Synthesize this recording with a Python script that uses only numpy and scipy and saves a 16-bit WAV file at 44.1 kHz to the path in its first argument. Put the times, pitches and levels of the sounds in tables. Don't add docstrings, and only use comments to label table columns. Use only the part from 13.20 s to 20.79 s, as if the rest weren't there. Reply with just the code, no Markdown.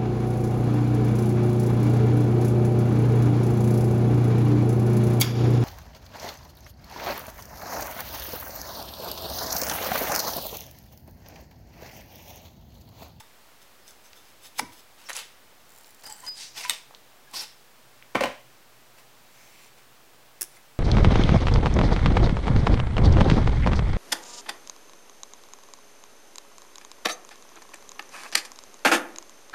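import sys
import numpy as np
from scipy import signal
from scipy.fft import rfft, irfft
from scipy.io import wavfile
from scipy.ndimage import uniform_filter1d

SR = 44100
rng = np.random.default_rng(int(sys.argv[2]) if len(sys.argv) > 2 else 0)


def store_wav(level_fs):
    pcm = np.round(np.clip(np.atleast_2d(level_fs), -1, 1) * 32767)
    wavfile.write(sys.argv[1], SR, pcm.T.astype(np.int16))


def to_linear_factor(level_db):
    exponent = np.asarray(level_db, float) / 20
    return 10 ** exponent


N = 334719
T = np.arange(N) / SR

# pitch_hz, density_db (per Hz)
SHOP_HISS = [(15, -47), (25, -6.5), (37, -16.5), (130, -12.5), (228, -6.5), (307, -7), (691, -5),
             (1040, -6.5), (4100, -13), (10000, -19), (15800, -17.5)]
# pitch_hz, t60_s
ROOM_DECAY = [(180, 0.27), (500, 0.26), (1200, 0.35), (3000, 0.38), (6000, 0.35), (11000, 0.13)]

# peak_s, swell_s, fade_s, level_db (at the peak)
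SLEEVE_STROKES = [
    (5.787, 0.03, 0.057, -54.5),
    (6.22, 0.34, 0.22, -58.5),
    (6.45, 0.39, 0.085, -54.5),
    (6.59, .04, 0.054, -58),
    (7.37, 0.12, .012, -56.5),
]
BRAID_STROKES = [
    (.002, 0.0061, 0.019, -44.5),
    (.42, 0.01, 0.029, -53),
    (.685, 0.033, 0.06, -50.5),
    (.85, 0.026, 0.076, -55.5),
    (.964, .018, 0.059, -54),
    (1.1, 0.17, .04, -59.5),
    (1.258, 0.052, 0.038, -45.5),
    (1.375, 0.032, .03, -49),
    (1.528, 0.022, 0.072, -51.5),
    (1.6, 0.11, 0.024, -54),
]
GRATE_STROKES = [
    (1.393, 0.017, 0.0025, -26.5),
    (1.401, .003, 0.017, -36),
    (3.501, .002, .03, -40),
    (7.214, .002, .015, -45),
    (7.222, .002, 0.018, -42),
    (7.233, .002, .04, -48),
]
JAW_STROKES = [
    (2.6, 0.22, .19, -65),
    (2.8, 0.014, .004, -55),
    (2.84, 0.01, 0.028, -44),
    (2.867, 0.013, 0.029, -42.5),
    (2.9, 0.014, 0.056, -45),
    (2.98, .1, 0.071, -54),
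    (3.086, 0.11, 0.0098, -44.5),
]
PULL_OFF_STROKES = [
    (1.8, 0.052, 0.34, -55.5),
    (1.895, 0.0096, 0.02, -34.5),
    (1.93, .006, .04, -46),
    (1.952, 0.0087, 0.082, -38.5),
    (1.98, 0.037, 0.071, -38.5),
]
DRAG_STROKES = [
    (3.18, 0.022, 0.086, -44.5),
    (3.226, 0.1, 0.073, -40),
]
LIFT_STROKES = [
    (3.3645, 0.003, 0.03, -42),
    (3.382, 0.035, 0.046, -36.5),
    (3.407, .02, 0.068, -39.5),
    (3.44, 0.019, .04, -37.5),
    (3.479, .008, 0.064, -43),
    (3.512, 0.02, 0.08, -37),
]
SLIDE_STROKES = [
    (4.125, 0.054, .02, -58),
    (4.14, 0.011, 0.091, -38.5),
    (4.172, 0.033, 0.038, -36.5),
    (4.192, .003, 0.022, -40),
    (4.209, 0.013, 0.048, -38),
    (4.24, 0.063, 0.009, -42.5),
]

# pitch_hz, density_db (per Hz)
CLOTH_TONE = [(600, -9.5), (1500, -5.5), (2500, -2), (5000, -6), (9000, -9.5), (16000, -12)]
BRAID_TONE = [(500, -8), (1500, -4.5), (3000, -1.5), (6000, -8.5), (10000, -10.5), (16000, -5)]
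JAW_TONE = [(400, -2.5), (900, 0.5), (2000, -9), (5000, -0.5), (9000, -1), (16000, -13)]
PULL_OFF_TONE = [(230, -48), (468, -5.5), (723, -7), (890, 0.5), (1450, -3.5), (2600, 2), (10700, -8.5),
                 (16000, -17)]
DRAG_TONE = [(240, -35), (400, -29), (879, -9), (1330, -17), (1760, -6.5), (3070, -5.5), (4650, 1),
             (8630, -8), (16000, -29)]
LIFT_TONE = [(230, -16.5), (890, -2.5), (1380, -7), (2200, 1), (4410, -3.5), (4820, 0), (12100, -14.5),
             (16000, -21)]
SLIDE_TONE = [(120, -23), (439, -15.5), (689, -16.5), (821, -9), (1100, -16), (3100, -11), (5250, -9.5),
              (6770, -15.5), (10800, -17), (16000, -25)]
# pitch_hz, width_hz, level_db
CLOTH_PEAKS = [(2200, 420, 6), (5670, 240, 5), (7370, 200, 8.5)]
BRAID_PEAKS = [(3570, 170, 7.5), (5200, 300, 11.5), (6300, 280, 10), (7850, 570, 7.5), (10600, 320, 10.5),
               (11750, 250, 8), (15000, 350, -9)]
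JAW_PEAKS = [(850, 180, 6), (1840, 510, 15), (3060, 120, 10.5), (4500, 310, 6), (6300, 200, 3),
             (9200, 270, -5), (14000, 500, 1)]

# start_s, level_db (peak)
CREAK_SLIPS = [(2.4928, -42), (2.5038, -42), (2.5197, -42), (2.5367, -41), (2.549, -46), (2.5611, -41),
               (2.5766, -41), (2.5851, -39), (2.597, -46), (2.6095, -44), (2.634, -46), (2.6604, -42),
               (2.6699, -41), (2.679, -44), (2.6919, -44), (2.7068, -40), (2.7462, -42), (2.772, -47),
               (2.7955, -46), (2.81, -45), (2.8368, -36), (2.8638, -32), (2.8987, -36), (2.9246, -32),
               (2.9444, -42), (2.964, -42), (3.005, -39), (3.0625, -39), (3.0858, -35)]
RATTLE_HITS = [(7.2108, -18), (7.2112, -18.5), (7.2122, -23), (7.2131, -21), (7.2164, -20), (7.2172, -25),
               (7.218, -13), (7.219, -12), (7.22, -24), (7.2275, -18), (7.2285, -22), (7.2295, -14.5),
               (7.2305, -26), (7.2317, -31), (7.24, -27), (7.241, -27), (7.248, -33), (7.2495, -40)]
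LET_GO_HITS = [
    (1.889, -27),
    (1.897, -20.5),
    (1.9035, -18.5),
    (1.91, -29),
    (1.9165, -25.5),
]
LAID_HITS = [
    (4.9485, -18.5),
    (4.9508, -24),
    (4.9527, -12),
    (4.9555, -13),
    (4.959, -19.5),
    (4.963, -17),
    (4.968, -18),
    (4.975, -26),
    (4.984, -31),
    (4.99, -25),
]
ROCK_HITS = [(5.0075, -14), (5.0095, -11), (5.013, -24), (5.018, -22), (5.0235, -19), (5.029, -25),
             (5.036, -13.5), (5.0385, -12), (5.0445, -18), (5.05, -27), (5.057, -18), (5.064, -29),
             (5.071, -29), (5.078, -37)]
SNAP_HITS = [
    (1.3928, -14.5),
    (1.3953, -10),
    (1.3968, -14.5),
]
KNOCK_HITS = [(3.4961, -8.5), (3.4967, -8.5), (3.4975, -10), (3.4985, -17), (3.5022, -23), (3.5056, -17),
              (3.5068, -19), (3.5085, -20), (3.511, -22), (3.5355, -30), (3.585, -42)]

# pitch_hz, density_db (per Hz)
CLIP_TONE = [(250, -25), (350, -5), (600, -20), (1800, -10.5), (4000, -18.5), (6000, -8.5), (8500, -9),
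             (10500, -6), (13300, -12), (16000, -7.5)]
LET_GO_TONE = [(150, -42), (250, -17), (468, -5), (1280, 1.5), (1880, 4), (4340, -18), (8700, -19),
               (16000, -27)]
LAID_TONE = [(35, -61), (60, -14), (503, -8), (880, -4), (1170, -3.5), (2250, -11), (4500, -23.5),
             (16000, -42)]
ROCK_TONE = [(35, -62), (60, -30), (579, 0), (651, -8), (749, -4.5), (1300, -10.5), (2900, -15.5),
             (16000, -37)]
SNAP_TONE = [(150, -54), (550, -15), (980, -2.5), (1500, -3.5), (2250, -4.5), (2900, -11), (10300, -13.5),
             (16000, -35)]
KNOCK_TONE = [(200, -32), (600, -23), (1000, -11), (1500, -12), (3000, -9.5), (4800, -4.5), (6000, -11),
              (11000, -16), (16000, -18)]
# pitch_hz, width_hz, level_db
SPRING_PEAKS = [(5500, 600, 7.5), (7400, 440, 13), (9500, 460, 5), (13000, 3100, 13), (15000, 700, 13)]
CLIP_PEAKS = [(5500, 410, 10), (6700, 600, 3), (10100, 500, 11), (11700, 640, 4), (15000, 830, 2)]
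LAID_PEAKS = [(520, 190, 8), (1150, 120, 0), (2300, 140, 8), (3100, 180, 3)]
ROCK_PEAKS = [(800, 240, 3.5), (2300, 710, 4.5), (3020, 130, 3), (3700, 170, -2), (4500, 230, 1)]
SNAP_PEAKS = [(950, 350, 8), (2200, 220, 7.5), (3500, 240, -1), (5200, 310, 9)]
KNOCK_PEAKS = [(940, 110, 11.5), (2070, 400, 11.5), (3700, 280, 15.5), (8300, 670, 13.5), (11500, 600, 8)]
# pitch_hz, level_db, t60_s
BENCH_MODES = [(79, -35, 0.18), (145, -32, 0.091), (250, -15, 0.072), (410, -25, 0.08), (498, -11.5, 0.031),
               (580, -25, 0.06), (840, -32, 0.05), (996, -25, 0.083), (1160, -38, 0.036),
               (1620, -29, 0.057), (2194, -33, 0.055), (2870, -33, 0.073)]
CABINET_MODES = [(80.6, -43, 0.41), (111.4, -40.5, 0.35), (186, -38, 0.23), (317, -35.5, 0.41),
                 (355, -43, 0.16), (467, -30.5, 0.13), (880, -36, .2), (986, -33.5, 0.45), (2220, -45, 0.2),
                 (4400, -42, 0.05), (5800, -40, 0.11)]
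TOOL_MODES = [(257, -41.5, 0.093), (650, -46, .08), (1173, -37, 0.2), (2260, -32, 0.11), (3700, -40, 0.09),
              (2970, -26.5, 0.1), (5000, -34, .06)]

# start_s, level_db (peak), pitch_hz
STRAY_TICKS = [(.008, -39, 1440), (.417, -46, 3000), (.428, -44, 9000), (0.679, -36, 5770),
               (0.708, -37.5, 6440), (0.931, -38, 4500), (.933, -40.5, 2300), (1.054, -47, 4500),
               (1.269, -42, 7000), (1.606, -41, 5200), (1.931, -26.5, 6500), (1.935, -34, 6000),
               (1.959, -30, 2500), (1.966, -18.5, 7040), (2.645, -41, 4200), (2.823, -40, 4500),
               (2.846, -44, 12000), (2.872, -40, 12500), (2.886, -44, 11000), (2.937, -39, 12000),
               (3.053, -35, 7000), (3.0655, -30, 5000), (3.3638, -37, 9000), (3.375, -37, 12000),
               (3.3805, -34, 12000), (3.387, -34, 12500), (3.392, -33, 12000), (3.419, -32, 10000),
               (3.45, -22.5, 1640), (3.461, -27, 2480), (3.476, -40, 11000), (3.485, -36, 11500),
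               (3.493, -29, 11500), (5.0358, -21, 3280), (5.0092, -26, 3280), (3.535, -33, 13000),
               (4.233, -33, 5000), (4.183, -32, 5000), (3.708, -38, 780), (3.74, -41.5, 835),
               (3.748, -32.5, 3670), (4.113, -39, 8500), (7.2112, -19, 11000), (4.825, -35.5, 2200),
               (3.4966, -13.5, 8500), (7.2182, -19, 10000), (7.351, -44, 12000)]
# start_s, pitch_hz, level_db (peak), rise_s, t60_s
SINGLE_RINGS = [(0.004, 887, -39, 0.0017, 0.054), (2.86, 817, -55, 0.018, 0.41),
                (2.8985, 7800, -34, .0004, .015), (2.924, 7730, -24, .0005, 0.0094),
                (3.033, 1007, -37.5, 0.0033, 0.098), (3.063, 4965, -35, 0.0062, 0.62),
                (3.068, 4965, -22.5, 0.027, 0.24), (3.085, 13000, -56, 0.0032, .2),
                (3.449, 996, -31, 0.00073, 0.15), (3.451, 1030, -49, 0.00077, 0.043),
                (4.071, 1657, -40, 0.0091, 0.069), (7.366, 2060, -46, .003, 0.054),
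                (3.4962, 3720, -21, .0003, .03), (3.4953, 8410, -22, .0002, 0.016),
                (3.5053, 3780, -32, .0005, 0.025), (3.535, 3780, -38, .001, .06),
                (3.497, 893, -29, 0.0013, .04), (4.951, 518, -8, .002, 0.035), (5.043, 703, -18.5, .001, .03),
                (5.012, 520, -15, .002, 0.044), (5.0365, 2910, -23.5, .0005, 0.031),
                (5.037, 825, -19.5, .001, .06), (5.056, 1000, -22, .004, 0.074),
                (1.402, 250, -43, .006, 0.24), (1.53, 5200, -51, .004, .1), (1.59, 5200, -52, .004, .06),
                (2.838, 5000, -40, .002, .04)]
# start_s, length_s, pitch_hz, level_db
SINGING_CHAFES = [(.63, .045, 5100, -66), (.68, .035, 7600, -72), (.838, 0.057, 6200, -63),
                  (.85, .04, 5500, -65), (.852, .025, 8600, -70), (.965, .04, 3500, -61),
                  (1.1, 0.077, 5100, -79), (0.9, 0.027, 3060, -72), (1.225, .065, 10700, -59),
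                  (1.23, 0.067, 3700, -61), (1.262, 0.018, 6700, -61), (1.3, .03, 10700, -65),
                  (1.381, 0.024, 10600, -47), (1.42, 0.025, 2200, -55), (1.852, 0.039, 5500, -51),
                  (1.89, 0.016, 11000, -43), (1.945, 0.051, 10600, -47), (2.5, .22, 7500, -75),
                  (2.52, 0.22, 9400, -69), (2.84, 0.17, 851, -58), (2.851, 0.041, 4930, -44),
                  (2.855, .045, 8750, -56), (2.88, 0.028, 860, -43.5), (2.897, 0.034, 7850, -50),
                  (2.953, .008, 7800, -53), (3.002, 0.0052, 7500, -47), (3.03, .025, 9100, -63),
                  (2.898, 0.043, 4760, -51.5), (2.958, .05, 8850, -56), (2.98, .04, 14000, -58),
                  (3.012, 0.052, 8600, -62), (2.7, 0.037, 10700, -68), (3.372, 0.0093, 3490, -38),
                  (3.378, 0.016, 5200, -42), (4.158, .022, 5200, -39), (4.19, 0.014, 5400, -32),
                  (4.204, 0.011, 5200, -35), (4.15, .012, 8500, -46), (1.423, 0.017, 5800, -54),
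                  (6.134, 0.16, 6300, -66), (6.17, 0.073, 5200, -66), (7.31, .025, 9000, -63),
                  (7.355, .025, 9500, -61), (7.368, .011, 6100, -65)]
# start_s, length_s, pitch_hz, level_db
BROAD_SCUFFS = [(1.353, 0.066, 3400, -53), (1.399, 0.046, 660, -50.5), (1.41, 0.049, 118, -54),
                (1.415, 0.034, 227, -46.5), (1.851, 0.032, 5460, -57), (1.93, 0.01, 6200, -41),
                (1.4, 0.035, 1480, -53), (1.95, 0.02, 5670, -42), (3.155, 0.07, 8800, -54),
                (3.24, 0.085, 5800, -53), (3.33, 0.1, 5430, -49), (3.427, 0.041, 2200, -44),
                (3.434, 0.016, 5000, -37.5), (4.104, 0.071, 800, -58), (4.131, 0.023, 1070, -46),
                (4.146, 0.046, 4640, -36.5), (4.19, 0.026, 4900, -36), (1.4, .06, 294, -46),
                (7.25, 0.033, 6000, -62), (4.195, .04, 11000, -50)]


def rms_one(x):
    return x / np.sqrt(np.mean(x ** 2) + 1e-20)


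def add(out, s, sound):
    i = round(s * SR)
    out[i:i + len(sound)] += sound[:N - i]


def resonant(drive, hz, width_hz):
    radius = np.exp(-np.pi * width_hz / SR)
    angle = 2 * np.pi * hz / SR
    b, a = [1, 0.0016, -1], [1, -2 * radius * np.cos(angle), radius * radius]
    once = signal.lfilter(b, a, drive)
    return rms_one(signal.lfilter(b, a, once))


def body(tone, peaks=(), size=4096):
    hz = np.maximum(np.arange(size // 2 + 1) * SR / size, 1)
    tone_hz, tone_db = np.array(tone).T
    gain = to_linear_factor(np.interp(np.log(hz), np.log(tone_hz), tone_db))
    for centre, width, db in peaks:
        gain = gain * (1 + (to_linear_factor(db) - 1) / np.sqrt(1 + (2 * (hz - centre) / width) ** 4))
    cepstrum = irfft(np.log(gain + 1e-9))
    cepstrum[1:size // 2] *= 2
    cepstrum[size // 2 + 1:] = 0
    response = irfft(np.exp(rfft(cepstrum)))
    return response / np.sqrt(np.sum(response ** 2))


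def catches(size, per_s, spread_db):
    sizes = to_linear_factor(spread_db * np.minimum(rng.exponential(1, size), 4)) * rng.standard_normal(size)
    caught = rng.random(size) < per_s / SR
    return rms_one(sizes * caught + 1e-9)


def rub(strokes, response, per_s, spread_db):
    edge_db, roundness = 22.5, 1.46
    power = np.zeros(N)
    for s, swell, fade, db in strokes:
        near = slice(max(0, int((s - 2 * swell) * SR)), int((s + 2 * fade) * SR))
        away = np.abs(T[near] - s) / np.where(T[near] < s, swell, fade)
        power[near] += to_linear_factor(db - edge_db * away ** roundness) ** 2
    friction = catches(N, per_s, spread_db) * np.sqrt(power)
    return signal.oaconvolve(friction, response)[:N]


def crunch(decay_s, size=4096):
    spectrum = rfft(rng.standard_normal(size) * np.exp(-T[:size] / decay_s))
    even = spectrum / np.sqrt(uniform_filter1d(np.abs(spectrum) ** 2, size=24))
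    return irfft(even)[:size // 2]


def mode_ring(hz, split_hz):
    t = T[:SR // 3]
    swell = 1 - np.exp(-(t * hz / 1.2) ** 2)
    places = np.linspace(-1, 1, 4)[:, None] + rng.uniform(-0.27, 0.24, (4, 1))
    twins_hz = hz + (split_hz + 0.0039 * hz) * places
    beating = np.sin(2 * np.pi * (twins_hz * t + rng.random((4, 1)))).sum(axis=0)
    return swell * beating


def blows(events, response, crunch_s, modes=(), split_hz=22):
    out, t = np.zeros(N), T[:SR // 3]
    for s, peak_db in events:
        crack = signal.oaconvolve(crunch(crunch_s), response)
        add(out, s, to_linear_factor(peak_db) * crack / np.abs(crack).max())
        for hz, db, t60 in modes:
            mode_db = peak_db + db - 5.5 + 3.0 * rng.standard_normal()
            add(out, s, to_linear_factor(mode_db - 60 * t / t60) * mode_ring(hz, split_hz))
    return out


def workshop():
    hiss = signal.oaconvolve(rng.standard_normal(N + 8192), body(SHOP_HISS, size=8192))[8192:N + 8192]
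    load = np.clip(2 * (T - 2.76) + .5, 0, 1)
    hum_idle_db, hum_loaded_db = -86, -71.5
    rumble_idle_db, rumble_loaded_db = -72.5, -79
    hum_db = hum_idle_db + (hum_loaded_db - hum_idle_db) * load
    rumble_db = rumble_idle_db + (rumble_loaded_db - rumble_idle_db) * load
    hum = to_linear_factor(hum_db) * resonant(rng.standard_normal(N), hz=125.7, width_hz=27)
    rumble = to_linear_factor(rumble_db) * resonant(rng.standard_normal(N), hz=65.6, width_hz=92)
    return to_linear_factor(-55.5) * hiss + hum + rumble


def room(x):
    t, tail = T[:SR // 2], 0
    for hz, t60 in ROOM_DECAY:
        band = signal.butter(2, [hz / 2.27, min(hz * 2.03, 19000)], "band", fs=SR, output="sos")
        noise = rms_one(signal.sosfilt(band, rng.standard_normal(len(t))))
        tail = tail + noise * np.sqrt(hz) * to_linear_factor(-60 * t / t60)
    tail = tail * (1 - np.exp(-t / 0.00074))
    return signal.oaconvolve(x, tail / np.sqrt(np.sum(tail ** 2)))[:N]


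def sleeves():
    return rub(SLEEVE_STROKES, body(CLOTH_TONE, CLOTH_PEAKS), per_s=12000.0, spread_db=1.5)


def clip_rattle():
    return blows(RATTLE_HITS, body(CLIP_TONE, CLIP_PEAKS), crunch_s=0.0004)


def ticks():
    out, step = np.zeros(N), 2 ** 0.69
    for s, peak_db, hz in STRAY_TICKS:
        tone = [(hz / step ** 2, -30), (hz / step, -7), (hz, 0), (hz * step, -8), (hz * step ** 2, -36)]
        out += blows([(s, peak_db)], body(tone), crunch_s=.0008)
    return out


def rings():
    out, t = np.zeros(N), T[:SR // 2]
    for s, hz, peak_db, rise, t60 in SINGLE_RINGS:
        envelope = to_linear_factor(peak_db - 60 * t / t60) * (1 - np.exp(-t / rise))
        add(out, s, envelope * np.sin(2 * np.pi * hz * t))
    held = np.interp(T, [3.16, 3.18], [1, 0], right=0) + (T > 3.3)
    return out * held


def chafes(rows, width):
    out = np.zeros(N)
    for s, length, hz, db in rows:
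        stroke = np.sqrt(np.sin(np.pi * np.clip(T[:SR // 4] / length, 0, 1)) + 1e-12)
        friction = catches(SR // 4, per_s=16000.0, spread_db=-1.5)
        add(out, s, to_linear_factor(db) * stroke * resonant(friction, hz, width * hz))
    return out


def braid():
    return rub(BRAID_STROKES, body(BRAID_TONE, BRAID_PEAKS), per_s=9800.0, spread_db=0.0)


def jaws():
    slide = rub(JAW_STROKES, body(JAW_TONE, JAW_PEAKS), per_s=9000.0, spread_db=1.5)
    creak = blows(CREAK_SLIPS, body(JAW_TONE, SPRING_PEAKS), crunch_s=0.0017)
    return slide + creak


def let_go():
    return blows(LET_GO_HITS, body(LET_GO_TONE), crunch_s=0.00027)


def tool_over_steel():
    out = rub(PULL_OFF_STROKES, body(PULL_OFF_TONE), per_s=8000.0, spread_db=2.5)
    out += rub(DRAG_STROKES, body(DRAG_TONE), per_s=11000.0, spread_db=-1.5)
    out += rub(LIFT_STROKES, body(LIFT_TONE), per_s=10000.0, spread_db=1.8)
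    out += rub(SLIDE_STROKES, body(SLIDE_TONE), per_s=14000.0, spread_db=1.0)
    return out


def tool_on_bench():
    laid = blows(LAID_HITS, body(LAID_TONE, LAID_PEAKS), 0.0022, BENCH_MODES, split_hz=6.3)
    rocked = blows(ROCK_HITS, body(ROCK_TONE, ROCK_PEAKS), 0.0018, BENCH_MODES, split_hz=3.9)
    return laid + rocked


def tool_knock():
    return blows(KNOCK_HITS, body(KNOCK_TONE, KNOCK_PEAKS), 0.00057, TOOL_MODES)


def clamp_snap():
    snap = blows(SNAP_HITS, body(SNAP_TONE, SNAP_PEAKS), 0.00078, CABINET_MODES)
    grate = rub(GRATE_STROKES, body(BRAID_TONE, BRAID_PEAKS), per_s=10000.0, spread_db=1.0)
    return snap + grate


def scene():
    inside = sleeves() + ticks() + rings()
    inside += chafes(SINGING_CHAFES, width=0.05) + chafes(BROAD_SCUFFS, width=0.33)
    inside += braid() + jaws() + let_go()
    outside = tool_over_steel() + tool_on_bench()
    rattle, knock, snap = clip_rattle(), tool_knock(), clamp_snap()
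    to_room = to_linear_factor(-10.5) * inside + to_linear_factor(-6) * outside
    to_room += to_linear_factor(-17) * knock + to_linear_factor(-21) * rattle + to_linear_factor(-16) * snap
    work = inside + outside + knock + rattle + snap + room(to_room)
    low_cut = signal.butter(8, 58, "high", fs=SR, output="sos")
    return (signal.sosfilt(low_cut, work) + workshop())[None]


def band_limit(x):
    return signal.sosfilt(signal.butter(12, 17040, fs=SR, output="sos"), x)


def record(dry):
    top_cut = signal.ellip(12, .3, 52, 15850, fs=SR, output="sos")
    mix = signal.sosfilt(top_cut, dry) + .0015
    return band_limit(mix)


dry = scene()
out = record(dry)
store_wav(out)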